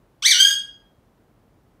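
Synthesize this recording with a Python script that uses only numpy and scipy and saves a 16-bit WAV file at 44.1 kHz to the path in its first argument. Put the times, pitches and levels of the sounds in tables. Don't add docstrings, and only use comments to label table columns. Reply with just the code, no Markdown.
import sys
import numpy as np
from scipy import signal
from scipy.fft import rfft, irfft
from scipy.io import wavfile
from scipy.ndimage import uniform_filter1d

SR = 44100
rng = np.random.default_rng(int(sys.argv[2]) if len(sys.argv) > 2 else 0)


def master(y):
    cut = np.clip(np.atleast_2d(y).T, -1, 1)
    pcm = np.round(cut * 32767)
    wavfile.write(sys.argv[1], SR, pcm.astype(np.int16))


def rack_gain(trim_db):
    fader = np.asarray(trim_db, float)
    return 10 ** (fader / 20)


N = 79380

# freq_hz, level_db
AIR_SPECTRUM = [(30, -22.5), (42, 6), (65, -3), (138, 0), (300, -5), (1020, -15), (2500, -27.5),
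                (8000, -38.5)]
# time_s, pitch_hz
WHOOP_PITCH = [(.22, 990), (.227, 1130), (.238, 1490), (.25, 1640), (.262, 1990), (.274, 2270), (.29, 2325),
               (.304, 2280), (.326, 1610)]
# time_s, pitch_hz
HELD_PITCH = [(.348, 1432), (.374, 1478), (.392, 1545), (.412, 1584), (.445, 1628), (.47, 1636), (.5, 1630),
              (.535, 1636)]
# time_s, level_db, flutter_depth_db, hoarseness_db
WHOOP_EFFORT = [
    (.222, -20, -26.5, -44.5),
    (.232, -29, -12.5, -41),
    (.255, -17.5, -24, -35),
    (.283, -6.5, -22.5, -46.5),
    (.305, -9.5, -21.5, -32.5),
    (.33, -17.5, -28, -34.5),
]
# time_s, level_db, flutter_depth_db, hoarseness_db
HELD_EFFORT = [
    (.36, -24.5, -21.5, -39),
    (.39, -19.5, -28, -43),
    (.42, -16, -21, -50),
    (.47, -22, -22.5, -46),
    (.51, -15, -14.5, -49),
    (.535, -29, -23.5, -42.5),
]
# freq_hz, level_db
THROAT_RESPONSE = [
    [(650, -29), (1050, -11.5), (1700, -11.5), (2320, -6), (3400, 4), (4650, -7.5), (6000, -0.5),
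     (15000, -35)],
    [(800, -30.5), (1600, -8), (2400, -9), (3270, 7), (4900, -6), (6500, -4), (8300, -13.5), (15000, -27)],
]
# freq_hz, width_hz, depth_db
THROAT_DIPS = [
    [(7000, 500, -16), (9800, 350, -24)],
    [(4050, 300, -12), (7300, 280, -22), (8900, 200, -16), (10650, 330, -30)],
]
# freq_hz, t60_s
ROOM_DECAY = [(1000, 0.65), (1600, 0.4), (3200, 0.4), (4900, 0.36), (7000, 0.32), (10000, 0.29),
              (16000, .22)]

AIR_DB, HISS_DB = -59, -80.5
ATTACK_S, RELEASE_S = .006, .01
FLUTTER_HZ = 384.5
FLUTTER_LOUDNESS_RATIO = 0.27
PITCH_JITTER, SHIMMER_DB = .0012, 2.5
WAVER_PER_HOARSENESS = 0.33
TILT_DB_PER_OVERTONE, TILT_PER_EFFORT_DB = 0.5, .05
OVERTONE_TOP_HZ = 19000
RASP_DB = 0
SCREECH_DB, SCREECH_HZ = 10.5, 9000
BEAK_TURN_S, BEAK_MOVE_S = .36, .04
ROOM_DB = -4.5
FIRST_ECHO_S, BUILD_S = .004, .01
MIC_CUT_HZ, TOP_HZ = 33, 15780


def rms_one(x):
    return x / np.sqrt(np.mean(x ** 2) + 1e-20)


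def at_hz(points, hz):
    p = np.array(points)
    return np.interp(np.log(np.maximum(hz, 1)), np.log(p[:, 0]), p[:, 1])


def air():
    hz = np.fft.rfftfreq(N, 1 / SR)
    hum = irfft(rfft(rng.standard_normal(N)) * rack_gain(at_hz(AIR_SPECTRUM, hz)), N)
    return rack_gain(AIR_DB) * rms_one(hum) + rack_gain(HISS_DB) * rng.standard_normal(N)


def in_time(rows):
    s, *columns = np.transpose(rows)
    t = np.arange(N) / SR
    return [uniform_filter1d(np.interp(t, s, c), size=200) for c in columns]


def drift(rate_hz):
    r = np.exp(-2 * np.pi * rate_hz / SR)
    noise = rng.standard_normal(N + SR)
    return rms_one(signal.lfilter([1], [1, -2 * r, r * r], noise)[SR:])


def breath_rasp(phase, hoarse_db):
    noise = rng.standard_normal(N)
    high_pass = signal.butter(4, SCREECH_HZ, "high", fs=SR, output="sos")
    noise = noise + rack_gain(SCREECH_DB) * signal.sosfilt(high_pass, noise)
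    return rack_gain(RASP_DB + hoarse_db) * noise * (1 + np.sin(phase))


def throat(x):
    hz = np.fft.rfftfreq(N, 1 / SR)
    spectrum = rfft(x)
    colours = []
    for response, dips in zip(THROAT_RESPONSE, THROAT_DIPS):
        gain_db = at_hz(response, hz)
        for dip_hz, width_hz, depth_db in dips:
            gain_db = gain_db + depth_db * np.exp(-((hz - dip_hz) / width_hz) ** 2)
        colours.append(irfft(spectrum * rack_gain(gain_db), N))
    wide, narrow = colours
    moved = np.clip((np.arange(N) / SR - BEAK_TURN_S) / BEAK_MOVE_S, 0, 1)
    return wide + moved * (narrow - wide)


def parakeet():
    t = np.arange(N) / SR
    pitch_hz, = in_time(WHOOP_PITCH + HELD_PITCH)
    level_db, flutter_db, hoarse_db = in_time(WHOOP_EFFORT + HELD_EFFORT)
    waver = WAVER_PER_HOARSENESS * rack_gain(hoarse_db) * drift(330)
    pitch_hz = pitch_hz * (1 + PITCH_JITTER * drift(60) + waver)

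    flutter_phase = 2 * np.pi * np.cumsum(FLUTTER_HZ * (1 + 0.0028 * drift(30))) / SR
    phase = 2 * np.pi * np.cumsum(pitch_hz) / SR + rack_gain(flutter_db) * np.sin(flutter_phase)

    tilt_db = TILT_DB_PER_OVERTONE + TILT_PER_EFFORT_DB * (level_db + 12)
    voice = np.zeros(N)
    for k in range(1, 15):
        audible = k * pitch_hz < OVERTONE_TOP_HZ
        voice += rack_gain(tilt_db * k) * audible * np.sin(k * phase + k * k)
    voice *= 1 + FLUTTER_LOUDNESS_RATIO * rack_gain(flutter_db) * np.cos(flutter_phase + 2.985)
    voice += breath_rasp(phase, hoarse_db)

    attack = np.clip((t - WHOOP_EFFORT[0][0]) / ATTACK_S, 0, 1)
    release = np.exp(-np.maximum(t - HELD_EFFORT[-1][0], 0) / RELEASE_S)
    return throat(voice * attack * release * rack_gain(level_db + SHIMMER_DB * drift(50)))


def room(x):
    t = np.arange(SR) / SR
    white = rng.standard_normal((2, SR))
    echoes = np.zeros(SR)
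    edges_hz = 500 * 2 ** np.arange(0, 5.5, .5)
    for k, (low, high) in enumerate(zip(edges_hz, edges_hz[1:])):
        band_pass = signal.butter(2, [low, high], "band", fs=SR, output="sos")
        band = signal.sosfilt(band_pass, white[k % 2])
        t60_s = at_hz(ROOM_DECAY, np.sqrt(low * high))
        echoes += band * rack_gain(-60 * t / t60_s)
    echoes *= np.clip((t - FIRST_ECHO_S) / BUILD_S, 0, 1)
    echoes /= np.sqrt(np.sum(echoes ** 2))
    return rack_gain(ROOM_DB) * signal.fftconvolve(x, echoes)[:N]


def scene():
    bird = parakeet()
    return (bird + room(bird) + air())[None]


def roll_off(x):
    return signal.sosfilt(signal.butter(12, 15970, fs=SR, output="sos"), x)


def record(dry):
    top_cut = np.clip((TOP_HZ - np.fft.rfftfreq(N, 1 / SR)) / 150, 0, 1)
    mix = irfft(rfft(dry) * top_cut, N)
    bass_cut = signal.butter(6, MIC_CUT_HZ, "high", fs=SR, output="sos")
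    mix = signal.sosfilt(bass_cut, mix)
    return roll_off(mix)


dry = scene()
out = record(dry)
master(out)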